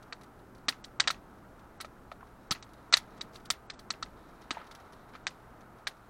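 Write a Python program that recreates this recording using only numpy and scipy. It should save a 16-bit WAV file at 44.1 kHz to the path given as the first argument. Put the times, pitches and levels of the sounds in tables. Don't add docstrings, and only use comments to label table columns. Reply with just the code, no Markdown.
import sys
import numpy as np
from scipy import signal
from scipy.fft import rfft, irfft, next_fast_len
from scipy.io import wavfile
from scipy.ndimage import uniform_filter1d, minimum_filter1d, map_coordinates

SR = 44100
rng = np.random.default_rng(int(sys.argv[2]) if len(sys.argv) > 2 else 0)


def natural_amplitude(level_db):
    exponent = np.asarray(level_db, float) / 20
    return 10 ** exponent


def store_wav(level_fs):
    pcm = np.round(np.clip(np.atleast_2d(level_fs), -1, 1) * 32767)
    wavfile.write(sys.argv[1], SR, pcm.T.astype(np.int16))


N = 268569

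# (t/s, air level/dB, steam level/dB)
AIR_AND_STEAM = [(0.0, -58, -86.5), (1.322, -58, -82.5), (1.91, -59.5, -83.5), (3.21, -56.5, -73.5),
                 (3.7, -58, -86.5), (4.25, -56.5, -72.5), (4.8, -55.5, -71.5), (5.201, -57, -76),
                 (5.63, -57.5, -83), (6.09, -58, -76.5)]


def unit(x):
    return x / np.sqrt(np.mean(x ** 2) + 1e-20)


def along(points, hz):
    f, value = np.transpose(points)
    return np.interp(np.log(hz + 1), np.log(f + 1), value)


def wobble(rate):
    points = rng.standard_normal(int(N * rate / SR) + 4)
    return map_coordinates(points, [np.arange(N) * rate / SR])


def noise(spectrum, size):
    m = next_fast_len(size)
    colour = natural_amplitude(along(spectrum, np.fft.rfftfreq(m, 1 / SR)))
    white = rng.standard_normal(m)
    return unit(irfft(rfft(white) * colour, m)[:size])


def ring(modes, t, spread_db=0, attack=.0001):
    detune = .02
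    t = np.clip(t, 0, None)
    total = 0
    for hz, db, t60 in modes:
        fade = natural_amplitude(db + spread_db * rng.normal() - 60 * t / t60)
        total = total + fade * np.sin(2 * np.pi * hz * (1 + detune * rng.normal()) * t)
    return (1 - np.exp(-t / attack)) * total


def add(track, s, sound):
    track[round(s * SR):][:len(sound)] += sound


def pops():
    # (t/s, level/dB, pan ring gain/dB, near echo gain/dB, brightness/dB per octave,
    # gain of the last near echo and the scattered tail/dB)
    bursts = [(0.0264, -49, -1, -15, 4, -1), (0.1254, -36, 4, 7, -18, 2.5), (0.2124, -48, 4, -17, 1, -1),
              (0.235, -46, -15.5, -19, 3, -2), (0.392, -56, -15, -9, 5, -5), (0.55, -49.5, -14, -2, 3, -6),
              (0.582, -55, -13, -1, 9, -9), (0.6843, -13, -10, 3, -3, -2), (0.842, -35, -9, 3, 11, -2),
              (0.9997, -11.5, -12, 4, 0, -0.5), (1.0744, -15, -3, 5, -2.5, 2.5),
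              (1.1037, -20, 2, -2, -5, -2.5), (1.5927, -53.5, -16, -19, -5, -1),
              (1.8031, -34.5, 2.5, -5, 2, 4), (1.8123, -29.5, -5, -13, 7, -5),
              (1.8469, -41.5, 12, -11, -11, 0), (2.1168, -44, 12, -13, -14.5, 0),
              (2.5095, -16, -9.5, -0.5, 11, -3), (2.5186, -24, 1, 2.5, -1, 3),
              (2.6263, -34.5, -5, -9, 6.5, -5.5), (2.7351, -49.5, -12, -3, 5.5, -3),
              (2.9261, -17, -4, -0.5, 9, 1.5), (2.937, -6, -6, 5, 2, -4),
              (2.9705, -17.5, -12, 1, 2.5, -4.5), (3.2108, -28.5, -11, 7.5, 6.5, -2.5),
              (3.356, -43, 2, 4, 1, 0), (3.4542, -47, -16, 7, 6, 3.5), (3.5033, -10.5, -10, -2.5, 13, -7),
              (3.6998, -35, -11, 12, -11, 3.5), (3.7374, -50, -13, -2, 5, 1), (3.7917, -40, -3, 0, 9, -1.5),
              (3.9044, -20, -0.5, 0.5, 5.5, -3.5), (4.0264, -26.5, 1.5, 2, 1.5, -3),
              (4.5075, -20.5, 0.5, -7.5, -6, 0), (4.6148, -55, 20, -17, -14, -2),
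              (4.712, -43, 5, 4, -1.5, 2), (4.7507, -40, -19, -7, 5, -4), (4.9314, -53, -16, -8, 6.5, -1.5),
              (5.152, -47, 12.5, -3, -9, -2), (5.2686, -17, -22, -10.5, -4, -4),
              (5.609, -50.5, -2, -8, 3, -3.5), (5.87, -21.5, -5, -16, -8, -0.5)]
    # (f/Hz, level/dB, t60/s)
    thump = [(237, -31.5, 0.03)]
    out, low = np.zeros(N + SR), np.zeros(N + SR)
    t = np.arange(SR // 10) / SR
    for s, db, *shape in bursts:
        add(out, s, natural_amplitude(db) * pop(s, *shape))
        add(low, s, natural_amplitude(db) * ring(thump, t, spread_db=2.5, attack=0.00027))
    little_bass = signal.butter(3, 680, "high", fs=SR, output="sos")
    return signal.sosfilt(little_bass, out[:N]) + low[:N]


def pop(s, pan_db, echo_db, tilt_db, wet_db):
    # (f/Hz, level/dB, t60/s)
    snap_tones = [(1760, -12.5, 0.007), (2310, -5, 0.0039), (3650, -5, 0.0034), (5790, -4, 0.0036),
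                  (7713, -15, 0.004), (10400, -7.5, 0.0027), (14500, -23.5, .002)]
    # (f/Hz, level/dB, t60/s)
    pan_tones = [(1310, -4.5, 0.026), (750, -14.5, 0.011)]
    # (multiple of the first delay, level/dB)
    bounces = [(1, 0), (1.42, -4), (2.25, -7)]
    # (f/Hz, level/dB, t60/s)
    bounce_tones = [(1884, -17.5, 0.0027), (3980, -2.5, 0.0067), (4410, -5.5, 0.0075)]
    # (t/s, near echo delay/ms, far wall delay/ms)
    camera = [(1.2, 3.7, 40.5), (2.55, 3.15, 40), (3.2, 3.15, 34), (3.75, 2.75, 34), (4.0, 3.35, 34),
              (4.6, 3.3, 40.5), (5.3, 4.2, 40.5), (5.9, 4.05, 41)]
    # (t/s, level/dB)
    far_level = [(1.1, -21), (2.55, -16), (3.0, -46), (3.7, -21.5), (4.05, -19), (4.6, -17), (5.3, -27.5)]
    # (f/Hz, level/dB, t60/s)
    far_tick = [(2020, -6.5, .018), (2560, 0.5, 0.008), (4273, -6, .008)]
    # (f/Hz, level/dB)
    far_colour = [(300, -120), (500, -20.5), (1200, 2), (2400, -9), (4000, -16), (7000, -15.5),
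                  (10000, -120)]

    t = np.arange(SR // 6) / SR
    times, *delays = np.transpose(camera)
    echo_ms, far_ms = (np.interp(s, times, d) for d in delays)
    far_db = np.interp(s, *np.transpose(far_level))

    blast_db, blast_hz = -11.5, 2650
    blast = natural_amplitude(blast_db) * np.sin(2 * np.pi * np.clip(blast_hz * t, 0, 1))
    length = 1.15 * np.exp(-0.038 * tilt_db)
    snap = [(hz, db + tilt_db * np.log2(hz / 3500), t60 * length) for hz, db, t60 in snap_tones]
    pan = natural_amplitude(pan_db) * ring(pan_tones, t, spread_db=2.5)
    direct = blast + ring(snap, t, spread_db=1.5, attack=.00005) + pan

    echoes = []
    for multiple, db in bounces:
        after = t - multiple * echo_ms / 1000
        echoes.append(natural_amplitude(db) * ring(bounce_tones, after, spread_db=3.0, attack=0.00021))
    last_echo_db, scatter_db = 3, -2.5
    near = natural_amplitude(echo_db) * (echoes[0] + echoes[1]) + natural_amplitude(last_echo_db + wet_db) * echoes[2]

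    swell = 1 - np.exp(-(t / .0025) ** 2)
    tail = natural_amplitude(scatter_db + wet_db) * scatter(len(t), .3 * tilt_db) * swell

    late = np.clip(t - far_ms / 1000, 0, None)
    wash = natural_amplitude(-14 - 60 * late / 0.11) * (1 - np.exp(-late / 0.0012)) * noise(far_colour, len(t))
    far = natural_amplitude(far_db) * (ring(far_tick, late, spread_db=2.5, attack=.0003) + wash)
    return direct + near + tail + far


def scatter(size, tilt_db):
    # (f/Hz, level/dB)
    scatter_colour = [(400, -17.5), (1090, -16), (1940, 5), (2480, -4), (3870, 0.5), (6360, -10),
                      (7250, -13.5), (10600, -18.5), (15500, -27)]
    # (f/Hz, t60/s)
    scatter_t60 = [(700, 0.12), (1850, 0.026), (4880, 0.04), (12000, .06)]
    lumpy_db = 3.5
    hz, t, z = signal.stft(noise(scatter_colour, size), SR, nperseg=128)
    hz = hz[:, None]
    tilt = tilt_db * np.log2(np.clip(hz, 500, 7000) / 3500)
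    gain = natural_amplitude(tilt - 60 * t / along(scatter_t60, hz))
    gain += natural_amplitude(-25.5 - 60 * t / 0.18)
    patches = uniform_filter1d(rng.standard_normal(z.shape), size=8, axis=0)
    lumps = unit(natural_amplitude(lumpy_db * unit(patches)))
    return signal.istft(z * gain * lumps, SR, nperseg=128)[1][:size]


def crackle(count):
    when, size = rng.random((count, 2)).T
    strength = natural_amplitude(-4.5 * np.log(size + .02))
    ticks = np.bincount((when * N).astype(int), strength, N)
    small_pop = pop(1.9, pan_db=-14.5, echo_db=-11.5, tilt_db=1.8, wet_db=-5)
    return unit(signal.fftconvolve(ticks, small_pop)[:N])


def knocks_and_thumps():
    # (t/s, level/dB, f/Hz, t60/s)
    low_hits = [(0.683, -40, 226, 0.04), (0.999, -48, 190, .03), (1.847, -41.5, 487, 0.017),
                (2.119, -42, 587, 0.023), (2.208, -44, 1150, 0.021), (2.229, -44.5, 870, .025),
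                (2.512, -34.5, 150, 0.036), (4.511, -35.5, 240, 0.018), (4.5700, -31.5, 740, 0.02)]
    echo_s, echo_db = 0.0032, -14.5
    out, t = np.zeros(N + SR), np.arange(SR // 8) / SR
    for s, db, hz, t60 in low_hits:
        rough = noise([(hz / 4, -40), (hz, 0), (hz * 2, -3), (hz * 6, -40)], len(t))
        swell = 1 - np.exp(-(t / 0.00055) ** 2)
        puff = natural_amplitude(db - 11.5 - 60 * t / (3 * t60)) * swell * rough
        modes = [(hz, db, t60), (1.2 * hz, db + 6, t60)]
        echo = natural_amplitude(echo_db) * ring(modes, t - echo_s, attack=0.0003)
        add(out, s, ring(modes, t, attack=0.00066) + echo + puff)
    return out[:N]


def soft_puffs():
    # (t of the centre/s, level before the swell/dB, half length/s, f of the strongest part/Hz)
    puffs = [(3.179, -64.5, 0.0089, 3860), (3.358, -58.5, 0.024, 4445), (4.585, -51.5, 0.055, 1210),
             (5.151, -52, 0.0155, 1660)]
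    out, t = np.zeros(N + SR), np.arange(-SR // 10, SR // 10) / SR
    for s, db, half, hz in puffs:
        broad = noise([(hz / 8, -60), (hz / 4, -16), (hz, 0), (hz * 3, -16), (hz * 8, -50)], len(t))
        grain = natural_amplitude(3 * unit(uniform_filter1d(rng.standard_normal(len(t)), size=60)))
        swell = np.exp(-(t / half) ** 2)
        add(out, s - .1, natural_amplitude(db) * swell * unit(broad * grain))
    return out[:N]


def flames():
    # (t/s, level/dB)
    flicker = [(0, -56), (1.2, -56.5), (2.1, -57), (3, -56), (5.2, -57.5), (6.09, -59)]
    # (f/Hz, level/dB)
    rumble = [(8.8, -26.5), (15, 1.5), (38, 0), (70, -4), (103, -4), (146, -5.5), (198, -2), (350, -5),
              (650, -14.5), (1100, -120)]
    flutter_db = 1.2
    level_db = np.interp(np.arange(N) / SR, *np.transpose(flicker))
    return natural_amplitude(level_db + flutter_db * wobble(3.7)) * noise(rumble, N)


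def steam():
    # (f/Hz, level/dB)
    steam_colour = [(1200, -120), (1800, 6), (3000, -5), (3900, 2.5), (4800, -6.5), (7000, -15.5),
                    (12000, -13.5), (16000, -120)]
    s, _, level_db = np.transpose(AIR_AND_STEAM)
    steam_db = np.interp(np.arange(N) / SR, s, level_db)
    jet = natural_amplitude(steam_db + 1.9 * wobble(36)) * noise(steam_colour, N)
    return jet + natural_amplitude(steam_db - 0.5) * crackle(count=320)


def night_air():
    # (f/Hz, level/dB)
    air_colour = [(240, -30.5), (400, -6), (587, -6), (629, -1.5), (824, -1.5), (1190, -4), (1280, -0.5),
                  (1820, -12.5), (3200, -28), (4160, -60.5), (7040, -120)]
    s, level_db, _ = np.transpose(AIR_AND_STEAM)
    air_db = np.interp(np.arange(N) / SR, s, level_db)
    return natural_amplitude(air_db + 0.41 * wobble(2.7) + 0.59 * wobble(2.6)) * noise(air_colour, N)


def machine_hum():
    # (f/Hz, level/dB)
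    tones = [(59.5, -69.5), (119, -65.5)]
    t = np.arange(N) / SR
    total = np.zeros(N)
    for hz, db in tones:
        total += natural_amplitude(db + 1.5 * wobble(2.2)) * np.sin(2 * np.pi * hz * t + 2.9 * wobble(5.5))
    return total


def microphone_hiss():
    # (f/Hz, level/dB)
    hiss_colour = [(1500, -14.5), (3000, 0), (7000, -4), (14000, -4.5), (16000, -9)]
    return natural_amplitude(-74.0) * noise(hiss_colour, N)


def scene():
    fire = pops() + knocks_and_thumps() + soft_puffs() + flames() + steam()
    return (fire + night_air() + machine_hum() + microphone_hiss())[None]


def sudden_frames(x, rise_db, least_db, loud_db):
    block = np.floor((np.arange(N) / SR + .0101) / .004).astype(int)
    power = np.bincount(block, np.diff(x, prepend=0) ** 2) / np.bincount(block)
    level = 10 * np.log10(power + 1e-14)
    before = -minimum_filter1d(-np.pad(level, (6, 0), "edge"), size=6, origin=-3)[:len(level)]
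    sudden = (level - before > rise_db) & (level > least_db)
    hit = np.flatnonzero(sudden | (level > loud_db))
    held = np.r_[hit - 1, hit, hit + 1] // 8
    between = np.intersect1d(held - 1, held + 1)
    frames = np.isin(block // 8, np.r_[held, between])
    ends_early = minimum_filter1d(frames * 1., size=150, origin=-74)
    return uniform_filter1d(ends_early, size=60)


def top_cut(x):
    return signal.sosfilt(signal.butter(12, 16370, fs=SR, output="sos"), x)


def record(dry):
    hz = np.fft.rfftfreq(N, 1 / SR)
    wide = irfft(rfft(dry) * (hz < 15800), N)
    treble = irfft(rfft(wide) * np.clip((hz - 8500) / 500, 0, 1), N)
    attacks = sudden_frames(dry[0], rise_db=12, least_db=-51.0, loud_db=-19.5)
    return top_cut(wide - treble * attacks)


dry = scene()
out = record(dry)
store_wav(out)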